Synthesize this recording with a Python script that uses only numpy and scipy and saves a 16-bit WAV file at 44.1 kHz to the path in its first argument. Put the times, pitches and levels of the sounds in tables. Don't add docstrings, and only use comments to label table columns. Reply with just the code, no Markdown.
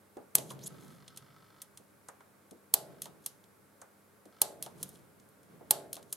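import sys
import numpy as np
from scipy import signal
from scipy.fft import rfft, irfft
from scipy.io import wavfile
from scipy.ndimage import uniform_filter1d

SR = 44100
rng = np.random.default_rng(int(sys.argv[2]) if len(sys.argv) > 2 else 0)


def wrap_up_sound(samples):
    columns = np.atleast_2d(samples).T
    tamed = np.clip(columns, -1, 1)
    steps = np.round(tamed * 32767).astype(np.int16)
    wavfile.write(sys.argv[1], SR, steps)


N = 271656
TIME = np.arange(N) / SR

# time in seconds, crack in dB, chuck ring in dB, lathe bed boom in dB,
# run-up of the sliding hammer in seconds, then colour in dB at 2, 4.2, 7 and 13.5 kHz.
SNAPS = [(0.3534, -3.5, -43, -49.5, 0.0007, 2.5, -8, 0.74, 4.9),
         (2.74, -5, -39, -61.5, 0.00085, -3, -0.5, -0.94, 9),
         (4.4177, -5, -38.5, -61, 0.00096, -3, -1.5, -0.63, 4.9),
         (5.709, -4.5, -36, -58, 0.00032, -0.5, -0.5, -0.94, 5.4)]
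# frequency in Hz, density in dB per Hz.
CRACK_SPECTRUM = [(47, -49.5), (80, -15.5), (436, -11.5), (795, -11.5), (1700, -17.5), (3390, -7.5),
                  (3790, -11.5), (4140, -4), (5920, -10), (8080, 1), (9880, -3.5), (10600, -0.5),
                  (12900, -4.5), (15400, -17), (16500, -23)]
# frequency in Hz, width in Hz, level in dB.
PUNCH_MODES = [(3430, 190, -11), (4160, 260, -9), (5150, 150, -10), (6450, 270, -7), (9280, 310, -4),
               (10640, 250, -1), (11820, 300, -2), (12780, 400, -3)]
RING_DEPTH = 1.8

# frequency in Hz, level in dB, 60 dB decay time in seconds.
CHUCK_MODES = [(394, -3, 1.1), (459, -6, 1.0), (490, -7, .8), (575, -4, 1.0), (599, -6, .9), (637, -3, .9),
               (675, -2, .9), (735, -3, .6), (790, -4, .5), (852, 1, .5), (840, 15, .05), (972, -9, .5),
               (1068, -9, .5)]
# frequency in Hz, density in dB per Hz.
CLANG_SPECTRUM = [(150, -32), (300, -16), (500, -9), (850, -1.5), (1050, -8.5), (1400, -13), (2200, -26),
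                  (5000, -68.5)]
# frequency in Hz, density in dB per Hz.
BOOM_SPECTRUM = [(30, -40), (80, -25), (135, 4.5), (190, -1.5), (300, -3), (450, -6.5), (800, -21.5),
                 (2000, -56.5)]
# frequency in Hz, 60 dB decay time in seconds.
RING_T60 = [(120, 4.4), (300, 2.5), (600, 0.71), (900, 0.18), (2000, 0.67)]

# time in seconds, click in dB,
# click decay in seconds, bounce in dB, seating knock in dB.
RESETS = [(3.0198, -31, 0.0016, -49, -48), (4.6259, -27, 0.00068, -49, -46),
          (5.9303, -30, 0.0011, -43.5, -46.5)]
SEAT_S = .037
SEAT_DB, SEAT_HZ = -44, 650
RESET_SLIDE_DB, RESET_SLIDE_S = -57, 0.014
# time in seconds, click in dB, click decay in seconds,
# slide in dB.
STOPS = [(3.262, -28.5, 0.002, -67), (4.8291, -32, 0.0036, -66), (6.1269, -29.5, 0.0026, -64)]
STOP_KNOCK_DB, STOP_KNOCK_HZ = -58.5, 734
RUN_OUT_S = 0.015
# time in seconds, level in dB, tilt in dB per octave,
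# treble edge in Hz.
TAPS = [(.1696, -58, 1, 9500), (0.3831, -34, -1, 12300), (.5085, -47, 1, 11500), (.5912, -58, -6.5, 13000),
        (1.0794, -47.5, -3.5, 10600), (1.162, -52.5, 2, 11000), (1.1735, -40, 3, 11480),
        (1.6183, -39, 5.5, 12100), (1.774, -44, 3.5, 10600), (2.0856, -38.5, 14, 8500),
        (2.2063, -63.5, 0, 10000), (2.51, -50, 4, 10480), (3.44, -60.5, -4, 12880),
        (3.816, -37.5, 19.5, 7400), (4.2549, -57, 2.5, 10500), (4.891, -50, 10.5, 12500),
        (4.956, -58, -3, 12150), (5.199, -55, 8, 8100), (5.289, -62.5, 10.5, 11500),
        (5.432, -63, 3.5, 11900), (6.0276, -54, 1, 11500)]
TAP_DECAY_S = 0.0027
# frequency in Hz, density in dB per Hz.
CLICK_SPECTRUM = [(300, -12), (2300, -9), (3200, -0.5), (5000, -3.5), (7700, -2), (11000, -2.5),
                  (14000, -5.5), (16500, -4)]
# time in seconds, level in dB, centre in Hz.
KNOCKS = [(.168, -43, 434), (.382, -42, 484), (0.5076, -44, 690), (1.799, -60.5, 375.4),
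          (2.086, -46.5, 840), (2.2056, -54.5, 992), (2.515, -51.5, 353), (3.817, -50, 840),
          (4.257, -56, 376), (5.609, -51.5, 450)]
KNOCK_CYCLES = 8.5

# loudest time in seconds, level in dB, half length in seconds.
RUBS = [(.508, -52.5, 0.015), (.87, -66, .07), (4.88, -62, 0.059)]
# frequency in Hz, density in dB per Hz.
SCRAPE_SPECTRUM = [(1500, -35), (3300, 0.5), (5000, -3), (7000, 2), (11500, 0), (14000, -10),
                   (16000, -24.5)]
# loudest time in seconds, level in dB, pitch then in Hz,
# half length in seconds.
SQUEAKS = [(0.506, -47, 3450, 0.0032), (0.621, -62.5, 4300, 0.017), (0.642, -50, 6500, 0.01),
           (.665, -43, 7400, 0.0061), (.672, -40.5, 10500, 0.0026), (.677, -41, 10700, 0.0029)]
SQUEAK_RISE_HZ_PER_S = 43000
# start in seconds, end in seconds, level in dB.
LEANS = [(0.513, 0.852, -56), (2.894, 3.084, -58.5), (4.71, 4.973, -58), (5.515, 5.68, -58.5)]
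LEAN_RISE_DB_PER_S, LEAN_FALL_DB_PER_S = 77, 56
# frequency in Hz, density in dB per Hz.
RUSTLE_SPECTRUM = [(30, -30.5), (80, -10), (115, -15), (137, 2.5), (200, -3), (270, -7.5), (450, -8.5),
                   (800, -19), (2000, -27), (6000, -39)]

# start in seconds, end in seconds, level in dB.
MOTOR_RUNS = [(0.704, 1.66, -61.5), (2.905, 3.02, -66), (4.326, 4.41, -62)]
# frequency in Hz, width in Hz, level in dB.
MOTOR_MODES = [(1320, 55, -4), (1580, 90, -8), (1950, 250, -6), (2200, 300, -7), (3100, 400, -7),
               (3500, 400, -1), (4250, 400, -2), (4950, 500, -4)]
REBOUND_S = 0.00371

# frequency in Hz, 60 dB decay time in seconds.
ROOM_T60 = [(200, 0.19), (2000, 0.28), (5000, 0.28), (10000, 0.3), (15000, .2)]
# frequency in Hz, level in dB.
ROOM_COLOUR = [(100, -9.5), (1500, 4.5), (3000, 6), (6000, 2.5), (9000, -3), (12000, -3.5), (15000, -14.5)]
# frequency in Hz, density in dB per Hz.
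FLOOR_SPECTRUM = [(20, -22), (50, -19), (80, -1), (130, -0.5), (400, 0.5), (1000, -6), (1570, -5),
                  (1800, -11), (2300, -12.5), (2800, -18.5), (6300, -20), (8500, -16.5), (12000, -14.5),
                  (16000, -22)]
FLOOR_DB = -64
# frequency in Hz, rms level in dB.
HUM = [(100, -79.5), (200, -75.5), (300, -83.5)]

# frequency in Hz, correlation from 0 to 1.
ALIKE = [(30, .05), (60, .25), (120, .55), (500, .45), (1500, .3), (4000, .45), (15000, .15)]
# frequency in Hz, lead of the left in radians.
PORT_PHASE = [(0, 0), (260, -0.9), (1720, 0.2), (8610, -0.2), (12900, -0.1), (14500, -0.3), (16500, 0.3)]
# frequency in Hz, left minus right in dB.
PORT_TILT = [(150, -1), (900, -2), (2400, -1), (5500, -.3), (10000, -1), (14000, -1.8)]
GLANCE_DB = -12.5
EDGE_HZ = 16100


def amp(db):
    return 10 ** (np.asarray(db) / 20)


def evened(x):
    return x / np.sqrt(np.mean(x ** 2) + 1e-20)


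def read(points, hz):
    f, value = np.transpose(points)
    return np.interp(np.log(hz + 1), np.log(f + 1), value)


def add(mix, s, sound):
    part = mix[..., max(round(s * SR), 0):][..., :sound.shape[-1]]
    part += sound[..., :part.shape[-1]]


def bins(size):
    return np.fft.rfftfreq(size, 1 / SR)


def coloured(x, points):
    return irfft(rfft(x) * amp(read(points, bins(x.shape[-1]))), x.shape[-1])


def diffuse(points, size, left_db=-0.7):
    a, b = rfft(rng.standard_normal((2, size)))
    alike = np.clip(read(ALIKE, bins(size)), -1, 1)
    left = amp(left_db) * a
    right = alike * a + np.sqrt(1 - alike ** 2) * b
    return evened(coloured(irfft(np.array([left, right]), size), points))


def dying(x, t60s):
    hz, t, z = signal.stft(x, SR, nperseg=512)
    decay = amp(-60 * t / read(t60s, hz)[:, None])
    return signal.istft(z * decay, SR, nperseg=512)[1]


def contact(run_up, decay, rattle_db, rattle_decay, blow, size=4096, count=400):
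    t = (np.arange(size) - count) / SR
    before = 0.33 * np.exp(-abs(t) / run_up)
    after = np.exp(-abs(t) / decay) + amp(rattle_db) * np.exp(-abs(t) / rattle_decay)
    spike = blow * np.exp(-((t - .0001) / .00025) ** 2)
    shape = spike + np.where(t < 0, before, after)
    z = rfft(shape * rng.choice([-1., 1.], size))
    power = uniform_filter1d(abs(z) ** 2, size=80)
    return irfft(z * np.sqrt(power.mean() / power))


def steel(x, depth):
    z = np.exp(-2j * np.pi * bins(len(x)) / SR)
    gain = 1 + 0 * z
    for hz, width, db in PUNCH_MODES:
        r = np.exp(-np.pi * width / SR)
        pole = r * np.exp(2j * np.pi * hz / SR)
        gain = gain + depth * amp(db) * (1 - r) / (1 - pole * z)
    return irfft(rfft(x) * gain / np.sqrt(np.mean(abs(gain) ** 2)))


def snaps(count=400):
    out = np.zeros(N)
    for s, db, _, _, run_up, *colour in SNAPS:
        blow = contact(run_up, decay=.0005, rattle_db=-9, rattle_decay=.0038, blow=.35)
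        crack = coloured(steel(blow, depth=RING_DEPTH), CRACK_SPECTRUM)
        grip = [(900, 0), (2000, colour[0]), (4200, colour[1]), (5700, 0),
                (7000, colour[2]), (8300, 0), (11500, 0), (13500, colour[3])]
        add(out, s - count / SR, amp(db) * coloured(crack, grip))
    return out


def lathe(modes_db=-11, clang_db=-7, spread=.5):
    out, t = np.zeros((2, N)), TIME[:2 * SR]
    clang = dying(diffuse(CLANG_SPECTRUM, size=2 * SR), RING_T60)
    for s, _, ring_db, boom_db, *_ in SNAPS:
        shared = rng.uniform(0, 2 * np.pi, (len(CHUCK_MODES), 1, 1))
        phases = shared + spread * rng.standard_normal((len(CHUCK_MODES), 2, 1))
        modes = 0
        for (hz, db, t60), phase in zip(CHUCK_MODES, phases):
            modes = modes + amp(db - 60 * t / t60) * np.sin(2 * np.pi * hz * t + phase)
        boom = dying(diffuse(BOOM_SPECTRUM, size=2 * SR), RING_T60)
        add(out, s, amp(ring_db + modes_db) * modes)
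        add(out, s, amp(ring_db + clang_db) * clang)
        add(out, s, amp(boom_db) * boom)
    return out


def click(s, db, tilt_db, edge_hz, decay, level_db=7, steepness=14,
          rattle_db=-16, rattle_decay=.012, count=400):
    burst = contact(0.00068, max(decay, .0003), rattle_db, rattle_decay, blow=0)
    tick = coloured(steel(burst, depth=RING_DEPTH), CLICK_SPECTRUM)
    hz = np.geomspace(3500, 16500, num=30)
    octaves = np.log2(hz / 8000)
    edge_loss_db = 10 * np.log10(1 + (hz / edge_hz) ** steepness)
    hardness = np.c_[hz, tilt_db * octaves - edge_loss_db]
    return s - count / SR, amp(db + level_db) * coloured(tick, hardness)


def resetting(count=3):
    out = np.zeros(N)
    for s, db, decay, bounce_db, _ in RESETS:
        add(out, *click(s, db, tilt_db=5, edge_hz=12500, decay=decay))
        for k in range(1, count):
            bounce_s = s + SEAT_S * k / count
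            add(out, *click(bounce_s, bounce_db, tilt_db=2, edge_hz=12200, decay=0.0016))
        add(out, *click(s + SEAT_S, SEAT_DB, tilt_db=-3.5, edge_hz=13000, decay=0.0011))
    return out


def tapping():
    out = np.zeros(N)
    for s, db, decay, _ in STOPS:
        add(out, *click(s, db, tilt_db=7, edge_hz=12100, decay=decay))
    for row in TAPS:
        add(out, *click(*row, decay=TAP_DECAY_S))
    return out


def knock(s, db, centre_hz, octaves=.9, top_db=-3, tail_db=-12, tail_decay=.08):
    t, hz = TIME[:SR // 2], np.geomspace(40, 16000, num=30)
    fall = np.exp(-t * centre_hz / KNOCK_CYCLES) + amp(tail_db) * np.exp(-t / tail_decay)
    shape = fall * (1 - np.exp(-t / .0008))
    away = np.log2(hz / centre_hz)
    hump_db = -10 * np.log10(1 + (away / octaves) ** 6) + top_db * np.maximum(away, 0)
    return s, amp(db) * shape * diffuse(np.c_[hz, hump_db], size=len(t))


def knocking():
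    out = np.zeros((2, N))
    for row in KNOCKS:
        add(out, *knock(*row))
    for s, *_, db in RESETS:
        add(out, *knock(s + SEAT_S, db, SEAT_HZ))
    for s, *_ in STOPS:
        add(out, *knock(s, STOP_KNOCK_DB, STOP_KNOCK_HZ))
    return out


def sliding(grain_db=4.0):
    strokes = list(RUBS)
    strokes += [(s - RUN_OUT_S, db, RUN_OUT_S) for s, _, _, db in STOPS]
    strokes += [(s + SEAT_S - RESET_SLIDE_S / 2, RESET_SLIDE_DB, RESET_SLIDE_S) for s, *_ in RESETS]
    speed = sum(amp(db) / np.cosh(np.clip((TIME - s) / half, -20, 20)) for s, db, half in strokes)
    grains = amp(grain_db * evened(uniform_filter1d(rng.standard_normal(N), size=90)))
    rub = coloured(steel(grains * rng.standard_normal(N), depth=2.2), SCRAPE_SPECTRUM)
    return speed * evened(rub)


def squeak(width_hz=550, scrape_db=-3, size=4096):
    out, t = np.zeros(N), (np.arange(size) - size // 2) / SR
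    smooth = signal.butter(2, width_hz, fs=SR)
    for s, db, hz, half in SQUEAKS:
        a, b = signal.lfilter(*smooth, rng.standard_normal((2, size)))
        turns = np.cumsum(hz + SQUEAK_RISE_HZ_PER_S * t) / SR
        whistle = evened(((a + 1j * b) * np.exp(2j * np.pi * turns)).real)
        scrape = evened(coloured(steel(rng.standard_normal(size), depth=3.4), SCRAPE_SPECTRUM))
        swell = np.exp(-(t / half) ** 2)
        add(out, s + t[0], amp(db) * swell * (whistle + amp(scrape_db) * scrape))
    return out


def leaning(lumpy_db=2.5, size=3000):
    push = 0
    for start, end, db in LEANS:
        rise_db = LEAN_RISE_DB_PER_S * np.maximum(start - TIME, 0)
        fall_db = LEAN_FALL_DB_PER_S * np.maximum(TIME - end, 0)
        push = push + amp(db - rise_db - fall_db)
    lumps = amp(lumpy_db * evened(uniform_filter1d(rng.standard_normal(N), size=size)))
    return push * lumps * diffuse(RUSTLE_SPECTRUM, size=N)


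def motor(uneven_db=2.0, limp_db=-3, rebound_db=1, rebound_hz=2300, chatter_db=-22, chatter_decay=0.012):
    steps, t = np.zeros(N), TIME[:2048]
    for start, end, db in MOTOR_RUNS:
        at = np.arange(start, end, 1 / 50)
        steps[np.round(at * SR).astype(int)] = amp(db + limp_db * (np.arange(len(at)) % 2))
    steps = steps * amp(uneven_db * rng.standard_normal(N))
    dull = signal.butter(4, rebound_hz, fs=SR)
    rebound = signal.lfilter(*dull, np.roll(steps, round(REBOUND_S * SR)))
    tick = 0
    for hz, width, db in MOTOR_MODES:
        tick = tick + amp(db) * np.exp(-np.pi * width * t) * np.sin(2 * np.pi * hz * t)
    fading = signal.lfilter([1], [1, -np.exp(-1 / (chatter_decay * SR))], steps)
    chatter = fading * rng.standard_normal(N)
    drive = steps + amp(rebound_db) * rebound + amp(chatter_db) * chatter
    return signal.fftconvolve(drive, tick)[:N]


def ports(x, size=60):
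    half = amp(read(PORT_TILT, bins(N)) / 2) * np.exp(.5j * read(PORT_PHASE, bins(N)))
    direct = irfft(rfft(x) * np.array([half, 1 / half]), N)
    glances = np.exp(2j * np.pi * rng.random(size + 1))
    side = amp(GLANCE_DB) * signal.oaconvolve(x, irfft(glances))[:N]
    return direct + np.array([side, -side])


def workshop(x, wet_db=-17, size=256, count=3):
    hz, t, z = signal.stft(x, SR, nperseg=size)
    power = uniform_filter1d(abs(z) ** 2, size=7, axis=0)
    power = np.pad(power, ((0, 0), (count, 0)))[:, :len(t)]
    keep = amp(-60 * t[1] / read(ROOM_T60, hz)) ** 2
    stored = np.array([signal.lfilter([1 - k], [1, -k], p) for k, p in zip(keep, power)])
    noise = signal.stft(diffuse([(20, 0), (20000, 0)], size=N), SR, nperseg=size)[2]
    colour = amp(wet_db + read(ROOM_COLOUR, hz))[:, None]
    tail = noise / np.std(noise) * np.sqrt(abs(stored)) * colour
    return signal.istft(tail, SR, nperseg=size)[1][:, :N]


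def background():
    hum = 0
    for hz, db in HUM:
        hum = hum + amp(db) * np.sqrt(2) * np.sin(2 * np.pi * (hz * TIME + rng.random()))
    hz = np.linspace(200, 2400, num=70)
    ripple_db = 2 * rng.standard_normal(len(hz)) * signal.windows.tukey(len(hz), .1)
    air = coloured(diffuse(FLOOR_SPECTRUM, size=N), np.c_[hz, ripple_db])
    return amp(FLOOR_DB) * air + hum


def scene():
    punch = snaps() + resetting() + tapping() + sliding() + squeak()
    return ports(punch) + workshop(punch) + lathe() + knocking() + leaning() + motor() + background()


def record(dry, low_cut_hz=50):
    low_cut = signal.butter(2, low_cut_hz, "highpass", fs=SR, output="sos")
    band_limit = signal.firwin(201, EDGE_HZ, window=("kaiser", 9), fs=SR)
    return signal.oaconvolve(signal.sosfilt(low_cut, dry), band_limit[None], "same")


dry = scene()
out = record(dry)
wrap_up_sound(out)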